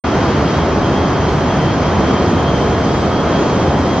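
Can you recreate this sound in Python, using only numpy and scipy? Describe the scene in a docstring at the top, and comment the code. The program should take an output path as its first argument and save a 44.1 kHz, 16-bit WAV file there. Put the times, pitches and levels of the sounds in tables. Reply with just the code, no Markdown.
"""Paper machine in a mill hall

Rolls and fans roar steadily, drives hum under them and air hisses off the moving web.
Motors whine on two tones nearly a semitone apart; their slightly different speeds make
each tone beat, and it wavers in the hall's echo."""
import sys
import numpy as np
from scipy import signal
from scipy.fft import rfft, irfft, next_fast_len
from scipy.io import wavfile
from scipy.ndimage import uniform_filter1d, minimum_filter1d, map_coordinates

SR = 44100
rng = np.random.default_rng(int(sys.argv[2]) if len(sys.argv) > 2 else 0)


def output_pcm(signal):
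    """Save a mono or channel-first signal as 16-bit PCM at the path in sys.argv[1].

    Samples are clipped to [-1, 1] before scaling.
    """
    pcm = np.clip(np.atleast_2d(signal).T, -1, 1) * 32767
    wavfile.write(sys.argv[1], SR, np.round(pcm).astype(np.int16))


N = 176400

# stereo width of the hall: frequency_hz, side_over_mid_db
HALL_WIDTH = [(60, -33), (130, -25.5), (300, -17), (600, -14.5), (1200, -12), (2500, -7.5), (4500, -12.5),
              (8000, 0.5)]
# swells of roar and hiss, each taken about its mean: time_s, body_db, midrange_db, hiss_db
SWELLS = [(0.0, -21, -22.5, -39), (0.24, -17, -22, -38), (0.54, -18.5, -22.5, -38),
          (0.72, -17.5, -24, -39.5), (1.201, -18, -23.5, -38), (1.83, -18.5, -23.5, -38),
          (2.07, -16, -22.5, -38.5), (2.22, -16, -24, -36), (2.429, -18, -24, -39.5),
          (2.64, -17, -24.5, -35.5), (2.76, -18, -24, -38), (2.941, -17, -25, -36.5), (3.15, -17, -25, -37),
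          (3.3, -18, -23.0, -37), (3.42, -15.5, -24, -35), (3.57, -16.5, -24.5, -36.5),
          (3.78, -16.5, -24.5, -37.5), (3.99, -17.5, -24.5, -37)]


def amp(db):
    """Decibels to gain."""
    return 10 ** (np.asarray(db) / 20)


def unit(x):
    """Scale to rms 1."""
    return x / np.sqrt(np.mean(np.abs(x) ** 2) + 1e-20)


def curve_at(points, hz):
    """Read a curve of (frequency_hz, value) points on a log frequency axis."""
    points_hz, values = np.transpose(points)
    return np.interp(np.log(hz + 1), np.log(points_hz + 1), values)


def wobble(knots_per_s):
    """A smooth random curve."""
    return map_coordinates(rng.standard_normal(1024), [np.arange(N) * knots_per_s / SR + 2], mode="wrap")


def filtered(x, response):
    """Filter x by a complex response, given as a function of Hz."""
    size = next_fast_len(N + SR // 2)
    return irfft(rfft(x, size) * response(np.fft.rfftfreq(size, 1 / SR)), size)[..., :N]


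def stereo(mid, side):
    """Left and right from mid and side."""
    return np.array([mid + side, mid - side])


def swell_db(rows, column=1):
    """One level curve over time, in dB about its mean."""
    rows = np.array(rows)
    level = np.interp(np.arange(N) / SR, rows[:, 0], rows[:, column])
    return level - level.mean()


def rushing_noise(spectrum, side_db_at, patchy_db):
    """Shaped stereo noise of rms 1; patchy_db makes its level vary in patches of time and frequency."""
    bins = signal.stft(rng.standard_normal((2, N)), nperseg=512)[2]
    patches = uniform_filter1d(rng.standard_normal(bins.shape[1:]), size=12, axis=0)
    patches = uniform_filter1d(patches, size=20, axis=1)
    noise = signal.istft(bins * amp(patchy_db * unit(patches)))[1][:, :N]
    mid, side = filtered(noise, lambda hz: amp(curve_at(spectrum, hz)))
    side = filtered(side, lambda hz: amp(side_db_at(hz)))
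    return unit(stereo(mid, side))


def echoing_tone(hz, width_hz, side_db, direct_over_echo, drift_hz=0):
    """A tone plus its echoes, whose strength and phase flutter differently in mid and side."""
    white = rng.standard_normal((2, N)) + 1j * rng.standard_normal((2, N))
    slow_band = np.exp(-.5 * (np.fft.fftfreq(N, 1 / SR) / width_hz) ** 2)
    mid_flutter, side_flutter = np.fft.ifft(np.fft.fft(white) * slow_band)
    carrier = np.exp(2j * np.pi * np.cumsum(np.full(N, hz) + drift_hz) / SR)
    mid = unit(((direct_over_echo + unit(mid_flutter)) * carrier).real)
    side = unit((side_flutter * carrier).real)
    return stereo(mid, amp(side_db) * side)


def web_hiss():
    """Air dragged along by the paper web, reaching the right channel first."""
    # tone colour of the air: frequency_hz, relative_density_db
    spectrum = [(800, -26.5), (2500, -3.5), (3600, -1), (5300, 0.5), (6100, -5.5), (7000, -8.5),
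                (8000, -16.5), (8600, -32)]
    level_db, side_db, right_lead_s = -36.5, -8.5, 5.5e-5
    air = rushing_noise(spectrum, lambda hz: side_db, patchy_db=1.5)
    air = filtered(air, lambda hz: np.exp(1j * np.pi * right_lead_s * np.array([-hz, hz])))
    return amp(level_db + swell_db(SWELLS, column=3)) * air


def drive_hum():
    """Narrow hums of drives, gears and pumps, more hall echo than direct sound."""
    # one hum a row: pitch_hz, level_db, width_hz
    hums = [(70, -33.5, 5), (82.4, -29, 4), (144.5, -30.5, 5), (209, -34, 2), (253.4, -31.5, 2),
            (279.5, -31, 3.5), (328, -32, 5), (374.7, -36, 9.7), (418.6, -39.5, 1.5), (689, -37.5, 3),
            (726, -39.5, 3), (834, -39, 4), (1249, -38, 3), (1290, -46, 2), (3420, -57.5, 3.3)]
    return sum(amp(db) * echoing_tone(hz, width_hz, curve_at(HALL_WIDTH, hz), direct_over_echo=0.63)
               for hz, db, width_hz in hums)


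def motor_whine():
    """Three motors at slightly different speeds beat on two whines and their octaves; one motor swells."""
    # lower and upper whine: level_db, octave_db
    whines = [(-43, -57), (-43, -58.5)]
    # swell of the lower whine, taken about its mean: time_s, level_db
    lower_swell = [(.04, -45.5), (.18, -43.5), (.45, -45.5), (.69, -48.5), (.85, -39), (.97, -48.5),
                   (1.07, -44.5), (1.24, -39.5), (1.33, -46.5), (1.6, -39.5), (1.69, -39), (1.78, -45.5),
                   (1.95, -44.5), (2.01, -44.5), (2.07, -42.5), (2.2, -39.5), (2.3, -47.5), (2.4, -38),
                   (2.55, -37), (2.63, -42), (2.69, -40), (2.78, -47), (3.0, -48.5), (3.16, -44),
                   (3.27, -46), (3.36, -34.5), (3.42, -45.5), (3.48, -42.5), (3.74, -40), (3.8, -47),
                   (3.99, -38.5)]
    # swell of the upper whine, likewise: time_s, level_db
    upper_swell = [(.04, -48.5), (.11, -40.5), (.19, -50.5), (.3, -43.5), (.43, -49.5), (.57, -37.5),
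                   (.77, -52), (.85, -40.5), (.94, -38.5), (1.01, -36.5), (1.07, -46.5), (1.3, -46.5),
                   (1.42, -47.5), (1.5, -40), (1.6, -39.5), (1.68, -40.5), (1.87, -40.5), (2.0, -53),
                   (2.07, -37), (2.16, -44.5), (2.24, -42), (2.42, -44), (2.49, -34.5), (2.59, -49),
                   (2.8, -43), (2.93, -46), (3.12, -45), (3.2, -34.5), (3.26, -47.5), (3.33, -39.5),
                   (3.44, -44.5), (3.55, -43.5), (3.8, -45.5), (3.93, -37), (3.99, -43)]
    # balance of the motors, fastest first: trim_db, octave_trim_db, swell_share
    motors = [(0, 0, 1), (-7, -3, 0), (-4.5, -1, 0)]
    pitches_hz, speed_ratios = (3128, 3272.5), (1, .9982, .9962)
    wander_hz, width_hz = 2.5, 5
    out = np.zeros((2, N))
    for hz, (level_db, octave_db), swell in zip(pitches_hz, whines, (lower_swell, upper_swell)):
        for speed, (trim_db, octave_trim_db, swell_share) in zip(speed_ratios, motors):
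            drift_hz = wander_hz * wobble(knots_per_s=12)
            tone = echoing_tone(speed * hz, width_hz, side_db=-8.5,
                                direct_over_echo=3.5, drift_hz=drift_hz)
            octave = echoing_tone(2 * speed * hz, 2 * width_hz, side_db=3.5,
                                  direct_over_echo=0.86, drift_hz=2 * drift_hz)
            out += amp(level_db + trim_db + swell_share * swell_db(swell)) * tone
            out += amp(octave_db + octave_trim_db) * octave
    return out


def roll_and_fan_roar():
    """Rolls and fans: a steady rumble under an upper bass, a body and a midrange that swell a little."""
    # tone colour of the roar: frequency_hz, relative_density_db
    spectrum = [(20, -24), (32, -15), (50, -10.5), (68, -1.5), (105, -2), (145, -0.5), (210, -0.5),
                (232, -3.5), (275, -2), (400, -4), (520, -6.5), (680, -7), (780, -9), (1000, -10),
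                (1230, -13), (1500, -17), (2000, -22), (2800, -28), (4200, -34), (6000, -38.5), (8500, -66)]
    # swell of the upper bass, taken about its mean: time_s, level_db
    upper_bass_swell = [(.04, -26), (.45, -17.5), (.62, -21.5), (1.2, -20), (1.42, -21), (1.7, -18),
                        (1.88, -20), (2.08, -18.5), (2.35, -19), (3.99, -21)]
    level_db = -14
    noise = rushing_noise(spectrum, lambda hz: curve_at(HALL_WIDTH, hz), patchy_db=0)
    rumble = filtered(noise, lambda hz: 1 / (1 + (hz / 100) ** 8))
    bass = filtered(noise, lambda hz: 1 / (1 + (hz / 220) ** 8))
    midrange = filtered(noise, lambda hz: 1 - 1 / (1 + (hz / 900) ** 4))
    body = noise - bass - midrange
    return amp(level_db) * (rumble
                            + amp(swell_db(upper_bass_swell)) * (bass - rumble)
                            + amp(swell_db(SWELLS, column=1)) * body
                            + amp(swell_db(SWELLS, column=2)) * midrange)


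def scene():
    """The whole machine, a touch to the right."""
    pan_db = 0.13
    machine = roll_and_fan_roar() + web_hiss() + drive_hum() + motor_whine()
    return amp([[-pan_db], [pan_db]]) * machine


def record(dry):
    """A fast fade-in and a cut of the top treble; only a rare, extreme peak is trimmed slightly."""
    threshold_db, trim_db_per_db, hold_s = -0.5, 0.54, 0.06
    start_s, fade_s, cutoff_hz = 0.038, 0.006, 8600
    peak_db = 20 * np.log10(np.abs(dry).max(0) + 1e-9)
    over_db = np.maximum(peak_db - threshold_db, 0)
    hold = int(hold_s * SR)
    trim_db = minimum_filter1d(-trim_db_per_db * over_db, hold, origin=(hold - 1) // 2)
    gain = amp(uniform_filter1d(trim_db, size=128))
    fade_in = np.clip((np.arange(N) / SR - start_s) / fade_s, 0, 1)
    return filtered(dry * gain * fade_in, lambda hz: hz < cutoff_hz)


dry = scene()
out = record(dry)
output_pcm(out)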